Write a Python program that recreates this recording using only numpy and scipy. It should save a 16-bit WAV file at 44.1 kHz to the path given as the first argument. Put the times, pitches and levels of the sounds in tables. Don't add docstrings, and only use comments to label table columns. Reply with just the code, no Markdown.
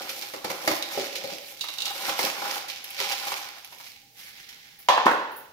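import sys
import numpy as np
from scipy import signal
from scipy.fft import rfft, irfft, next_fast_len
from scipy.io import wavfile
from scipy.ndimage import uniform_filter1d, map_coordinates

SR = 44100
rng = np.random.default_rng(int(sys.argv[2]) if len(sys.argv) > 2 else 0)


def output_pcm(signal):
    pcm = np.clip(np.atleast_2d(signal).T, -1, 1) * 32767
    wavfile.write(sys.argv[1], SR, np.round(pcm).astype(np.int16))


N = 243766

# (time [s], level [dB], hardness as relative tap level [dB])
TUB_BUMPS = [(0.336, -23, -5.5), (0.444, -17.5, -5.5), (0.5, -20, -1.5), (0.675, -10, -2.5),
             (0.712, -19, 0), (0.974, -12, -18), (1.24, -18, -16.5), (1.317, -24.5, -17),
             (1.639, -44, 14.5), (1.686, -44.5, 13.5), (1.878, -38, -12), (2.092, -24, 4.5),
             (2.191, -20, 2.5), (2.235, -19, -7), (3.002, -25.5, -2), (3.27, -34.5, 9.5), (3.318, -30, 7.5),
             (3.723, -45.5, 9), (3.799, -52.5, 15)]
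# (frequency [Hz], width [Hz], level [dB])
LEAFY_TUB_MODES = [(164.3, 39, -10), (242, 160, -9), (341, 55, -1), (541, 47, 4), (762, 62, -2.5)]
# (frequency [Hz], level [dB per Hz])
LEAF_COLOUR = [(410, -56), (700, -39), (808, -10), (922, -33), (1400, -16), (1710, -13.5), (2270, -5.5),
               (2590, -8), (5470, -10), (8210, -22.5), (14000, -17), (15200, -21), (16000, -40)]


def raking():
    # (frequency [Hz], width [Hz], level [dB])
    wall_modes = [(798, 55, 6), (1030, 110, 0.5), (1380, 330, -1.5)]
    rustle, crisp, scraping, pressing = efforts()

    ticks = amp(-3) * fractures(rate=140, size_db=3, length=0.0009)
    grain = unit(crackle(rate=1300, size_db=-3.5, life=0.0039) + ticks)
    leaves = coloured(grain, LEAF_COLOUR) * amp(wobble(45))
    top = filtered(leaves, lambda hz: 1 / (1 + (7500 / (hz + 1)) ** 8))

    wall_grain = crackle(rate=390, size_db=-2.5, life=0.0017)
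    wall = amp(-4) * unit(resonant(wall_grain, wall_modes))
    base_grain = crackle(rate=400, size_db=-0.5, life=0.0011)
    base = amp(-6.5) * unit(resonant(base_grain, LEAFY_TUB_MODES))

    iciness = amp(1.5 * wobble(20))
    catching = amp(3 * wobble(30))
    bright = crisp * iciness * top * amp(1.5)
    return rustle * (leaves - top) + bright + scraping * catching * wall + pressing * base


def efforts():
    # (time of greatest effort [s], rustle level [dB], swell [s],
    # release [s], then relative to the rustle: crispness [dB], scraping the wall [dB], pressing on the base [dB])
    strokes = [(0.019, -38.5, 0.85, 0.26, 0, 0.5, 0.5), (0.17, -39, 0.18, 0.36, 3, -2.5, -4.5),
               (0.52, -40.5, 0.2, 0.76, -0.5, 4, -1.5), (0.69, -34, 0.089, 0.15, 4.5, -14, 4),
               (0.93, -34, 0.093, 0.28, 1, -2, -24), (1.018, -33.5, 0.18, 0.13, -11, -9, -1),
               (1.17, -39.5, 0.18, 0.3, -17, -9, -1.5), (1.30, -40, 0.23, 0.29, -1, -8.5, -2),
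               (1.5, -47, 0.37, 0.26, 6, -28, -18), (1.69, -41, 0.18, .3, -1, -17, -34),
               (1.87, -43, 0.24, 0.18, 6, -4, -6), (2.089, -31, .3, 0.1, 1.5, 1, -8),
               (2.238, -27.5, 0.13, 0.15, 1.5, 1, -7), (2.51, -32.5, 0.38, 0.19, -2, 3, -4.5),
               (2.70, -42, 0.074, 0.56, -3.5, -13, -11.5), (3.008, -30, .07, 0.23, -2.5, -5.5, -12),
               (3.124, -33, 0.13, 0.046, -7, 3.5, -7), (3.288, -35, 0.49, 0.35, 0.5, -1.5, -10.5),
               (3.84, -48, 0.29, 0.26, 1.5, -33, -15.5), (4.2, -53, 0.084, 0.25, 9.5, -23, -18)]
    power = 0
    for s, db, rise, fall, *shares in strokes:
        levels = amp(db + np.array([0, *shares]))
        power = power + np.outer(levels, swell(s, rise, fall)) ** 2
    return np.sqrt(power)


def swell(s, rise, fall):
    t = np.arange(N) / SR - s
    roundness = 1.11
    return amp(-20 * np.maximum(-t / rise, t / fall) ** roundness)


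def crackle(rate, size_db, life):
    chance = rng.random(N)
    size = np.minimum(rng.exponential(size=N), 5)
    hits = (chance < rate / SR) * amp(size_db * size) ** 2
    energy = signal.lfilter([1], [1, -np.exp(-1 / (life * SR))], hits)
    return unit(np.sqrt(energy) * noise(N))


def fractures(rate, size_db, length):
    struck = rng.random(N) < rate / SR
    sizes = struck * amp(size_db * np.minimum(rng.exponential(size=N), 3.5))
    envelope = signal.lfilter([1], [1, -np.exp(-1 / (length * SR))], sizes)
    return unit(envelope * noise(N))


def crunches():
    # (time [s], level [dB], relative top-octave snap [dB])
    squeezes = [(0.0922, -24, -10), (0.2205, -26.5, -18), (0.825, -27.5, -21), (1.1533, -24, -26),
                (1.8555, -29.5, 2), (2.6827, -31, 5), (2.6974, -27, -8), (2.842, -32.5, 15),
                (2.9043, -33, 13.5), (3.1222, -22.5, -7), (3.647, -44, 19), (3.8641, -37, -1),
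                (4.4882, -35.5, -27)]
    # (frequency [Hz], level [dB per Hz])
    snap_colour = [(3000, -32), (7000, -36), (11000, 13), (15500, 0)]
    jolt_db, jolt_snap_db = -3.5, 3
    jolts = [(s, db + hard_db + jolt_db, jolt_snap_db) for s, db, hard_db in TUB_BUMPS]

    out, shape = np.zeros((2, N)), burst(rise=0.0016, t60=0.085)
    for s, db, snap_db in squeezes + jolts:
        body = amp(-2) * coloured(noise(len(shape)), LEAF_COLOUR) * shape
        snap = coloured(noise(len(shape)), snap_colour) * burst(rise=0.00017, t60=0.031)
        add(out, s, amp(db) * (body + amp(snap_db - 13.5) * snap))
    return out


def bumps():
    # (frequency [Hz], level [dB per Hz])
    push_colour = [(30, -33), (60, -34), (95, -9), (130, 5.5), (200, -9), (270, -9), (400, 10.5),
                   (800, -21)]
    tap_colour = [(120, -25), (300, -14), (550, -7), (800, 9.5), (1030, 7), (1300, 5.5), (1600, -4),
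                  (2100, 5), (4000, -41)]
    out, shape = np.zeros((2, N)), burst(rise=0.0013, t60=0.05)
    for s, db, hard_db in TUB_BUMPS:
        boom = peaked(resonant(noise(len(shape)) * shape, LEAFY_TUB_MODES))
        push = coloured(noise(len(shape)), push_colour) * burst(rise=0.0013, t60=0.051)
        tap = coloured(noise(len(shape)), tap_colour) * burst(rise=0.0013, t60=0.048)
        add(out, s, amp(db) * (amp(-7) * boom + amp(-15) * push + amp(hard_db - 2) * tap))
    return out


def bangles():
    # (time [s], level [dB], length of the chatter as t60 [s])
    clinks = [(0.824, -15, 0.023), (1.609, -17, 0.11), (1.685, -22.5, 0.031), (1.784, -19.5, 0.047),
              (1.803, -20, 0.048), (1.8202, -15, 0.044), (1.854, -17.5, 0.12), (1.879, -21, 0.03)]
    # (frequency [Hz], width [Hz], level [dB])
    bangle_modes = [(2796, 95, 1), (3160, 670, -8), (3820, 250, 2.5), (4590, 570, -3.5),
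                    (5700, 2300, -14.5)]
    out = np.zeros((2, N))
    for s, db, t60 in clinks:
        shape = burst(rise=0.00017, t60=t60)
        contact = noise(len(shape)) * shape
        add(out, s, amp(db) * (peaked(resonant(contact, bangle_modes)) + amp(-19) * contact))
    return out


def jingles():
    # (time [s], level [dB])
    shivers = [(4.787, -37), (5.312, -42), (5.36, -34)]
    # (frequency [Hz], width [Hz], level [dB])
    thin_modes = [(10700, 260, 1), (12400, 200, -1), (13100, 450, 0), (14500, 400, -5), (15320, 300, 2)]
    out, shape = np.zeros((2, N)), burst(rise=0.0022, t60=0.23)
    for s, db in shivers:
        add(out, s, amp(db) * peaked(resonant(noise(len(shape)) * shape, thin_modes)))
    return out


def sleeve():
    # (frequency [Hz], level [dB per Hz])
    cloth_colour = [(500, -18.5), (1200, -13.5), (1650, -6.5), (2100, -0.5), (2600, -6), (3500, -5.5),
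                    (5500, -8), (8300, -22), (12000, -14), (15500, -22)]
    start_s, attack_s, release_start_s, release_s = 4.14, 0.061, 4.627, 0.46
    t = np.arange(N) / SR
    attack = np.clip((t - start_s) / attack_s, 0, 1)
    release = np.clip(1 - (t - release_start_s) / release_s, 0, 1)
    fibres = crackle(rate=2500, size_db=3.5, life=0.0024)
    folds = amp(1.3 * wobble(22))
    return attack * release * folds * amp(-50.5) * coloured(fibres, cloth_colour)


def set_down():
    # (time [s], hollow blow [dB], crack [dB], thud [dB], base clatter [dB],
    # relative room [dB])
    knocks = [(4.8859, -6, -11, -29, -24, 2.5), (4.9763, -9, -25, -24.5, -15, -7),
              (5.057, -24.5, -22.5, -11, -36, -1.5), (5.065, -3, -19, -17, -10, -4.5),
              (5.078, -25, -24.5, -19.5, -12, -0.5), (5.111, -23, -29, -16, -17.5, -4)]
    # (frequency [Hz], width [Hz], level [dB])
    empty_modes = [(513, 142, -12.5), (786, 130, -4), (890, 160, -2), (1053, 117, -1.5)]
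    base_modes = [(1465, 280, -0.5), (1730, 300, -0.5), (2010, 280, -8), (2710, 270, -13.5)]
    # (frequency [Hz], level [dB per Hz])
    crack_colour = [(500, -20), (1300, -8), (2000, -1), (3300, -1), (4500, -6.5), (6500, -13.5),
                    (9000, -26.5), (12500, -21), (16000, -32)]
    thud_colour = [(30, -48), (70, -9), (110, -41), (170, -5), (260, -1.5), (350, 0.5), (600, -0.5),
                   (1200, -30.5)]
    # (frequency [Hz], relative level [dB])
    ring_notes = [(262, -18), (337, -17), (537, -16), (592, -2), (855, 6), (899, 5), (965, -10),
                  (1033, -10), (1157, 1), (1465, -10), (1533, -13), (1647, -4), (1767, 1)]

    out, t = np.zeros((2, N)), np.arange(SR) / SR
    for s, db, crack_db, thud_db, clatter_db, room_db in knocks:
        pulse = np.diff(burst(rise=0.00003, t60=0.0025), prepend=0)
        count = len(pulse)
        hollow = amp(db) * peaked(resonant(pulse, empty_modes))
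        crack = amp(crack_db - 4) * coloured(noise(count), crack_colour) * burst(rise=0.00045, t60=0.034)
        thud = amp(thud_db - 5) * coloured(noise(count), thud_colour) * burst(rise=0.0022, t60=0.042)
        rattle = noise(count) * burst(rise=0.0011, t60=0.024)
        clatter = amp(clatter_db) * peaked(resonant(rattle, base_modes))

        padding = ((0, 0), (0, 0), (0, SR - count))
        plastic, contact = np.pad([hollow + clatter, crack + thud], padding)
        room = kitchen(plastic) + wash(crack, crack_colour) + wash(thud, thud_colour)

        ring = np.zeros((2, SR))
        for hz, level in ring_notes:
            ear_phase = rng.normal(0, 0.52, (2, 1))
            ring += amp(level) * np.sin(2 * np.pi * (hz * t + rng.random()) + ear_phase)
        ring = unit(ring) * (1 - np.exp(-t / 0.0032)) * np.exp(-np.log(1000) * t / 0.84)
        add(out, s, plastic + contact + amp(room_db) * (amp(4) * room + amp(db - 21.5) * ring))

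    highpass = signal.butter(2, 85, "highpass", fs=SR, output="sos")
    return signal.sosfilt(highpass, out)


def kitchen(x):
    # (frequency [Hz], t60 [s])
    room_t60 = [(100, 0.063), (400, 0.83), (1200, 0.68), (4000, 0.89), (8000, 0.53), (15000, 0.37)]
    hz, t, z = signal.stft(noise(SR), SR, nperseg=256)
    near_walls = 1 + amp(-2.5) * np.exp(-t / 0.023)
    decay = np.exp(-np.log(1000) * t / along(room_t60, hz)[:, None])
    onset = 1 - np.exp(-t / 0.0031)
    tail = signal.istft(z * decay * onset * near_walls, SR, nperseg=256)[1]
    return signal.fftconvolve(x, tail / np.linalg.norm(tail[0]), axes=1)[:, :x.shape[-1]]


def wash(sound, spectrum):
    tail = coloured(kitchen(signal.unit_impulse(SR)[None]), spectrum)
    return tail * np.linalg.norm(sound) / np.linalg.norm(tail)


def background():
    # (frequency [Hz], level [dB per Hz])
    quiet_colour = [(15, -61), (25, -12), (74, -10.5), (134, -7.5), (212, -11), (309, -12.5), (373, -23.5),
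                    (439, -12), (714, -21), (796, -2.5), (1040, -40), (2000, -19), (5430, -15.5),
                    (9840, -25), (16000, -16)]
    return amp(-57.5) * coloured(noise(N), quiet_colour)


def patchy(x, depth_db):
    z = signal.stft(x, nperseg=256)[2]
    field = rng.standard_normal(z.shape[1:])
    field = uniform_filter1d(field, size=9, axis=0)
    field = uniform_filter1d(field, size=6, axis=1)
    return signal.istft(z * amp(depth_db * unit(field)), nperseg=256)[1][:, :N]


def resonant(x, modes):
    def response(f):
        total = 0
        for k, (c, w, db) in enumerate(modes):
            total = total + (-1) ** k * amp(db) * 1j * f * w / (c * c - f * f + 1j * f * w)
        return total
    return filtered(x, response)


def coloured(x, spectrum):
    return unit(filtered(x, lambda hz: amp(along(spectrum, hz))))


def filtered(x, response):
    m = next_fast_len(x.shape[-1] + SR // 4)
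    return irfft(rfft(x, m) * response(np.fft.rfftfreq(m, 1 / SR)), m)[..., :x.shape[-1]]


def noise(count):
    return spread(rng.standard_normal((2, count)))


def spread(pair):
    # (frequency [Hz], left-right likeness [0 to 1])
    likeness = [(60, 0.21), (130, 0.73), (300, 1), (640, 0.6), (1200, 0.62), (3000, 0.11)]
    turn = lambda hz: np.arccos(np.clip(along(likeness, hz), -1, 1)) / 2
    mid, side = filtered(pair, lambda hz: np.array([np.cos(turn(hz)), np.sin(turn(hz))]))
    return np.array([mid + side, mid - side])


def wobble(rate):
    knots = rng.standard_normal(int(N * rate / SR) + 4)
    return map_coordinates(knots, [np.arange(N) * rate / SR])


def burst(rise, t60):
    t = np.arange(SR // 4) / SR
    return (1 - np.exp(-t / rise)) * np.exp(-np.log(1000) * t / t60)


def add(track, s, sound):
    part = track[:, max(round(s * SR), 0):][:, :sound.shape[-1]]
    part += sound[..., :part.shape[-1]]


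def amp(db):
    return 10 ** (np.asarray(db) / 20)


def unit(x):
    return x / np.sqrt(np.mean(x ** 2) + 1e-20)


def peaked(x):
    return x / abs(x).max()


def along(points, hz):
    f, v = np.transpose(points)
    return np.interp(np.log(hz + 1), np.log(f + 1), v)


def scene():
    rubbing = patchy(raking() + crunches() + sleeve(), depth_db=1)
    tub = bumps()
    wrist = bangles() + jingles()
    room = kitchen(amp(-6) * rubbing + amp(-1.5) * tub + amp(-5) * wrist)
    return rubbing + tub + wrist + room + set_down() + background()


def record(dry):
    # (frequency [Hz], left minus right [dB])
    port_balance = [(60, 1), (87, 4), (130, 1.5), (180, 3), (260, -0.5), (380, -0.5), (550, -2.5),
                    (790, 2.5), (1140, -1.0), (1650, -3.5), (2380, -3.5), (3440, -6), (4970, -5.5),
                    (7180, -7), (10400, 5.5), (15000, -6)]
    band_limit_hz = 15800
    left_lead_s = 0.00017

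    def ports(hz):
        gain = amp(np.outer([0.5, -0.5], along(port_balance, hz)))
        shift = np.exp(1j * np.pi * np.outer([1, -1], hz) * left_lead_s)
        return gain * shift * (hz < band_limit_hz)
    return filtered(dry, ports)


dry = scene()
out = record(dry)
output_pcm(out)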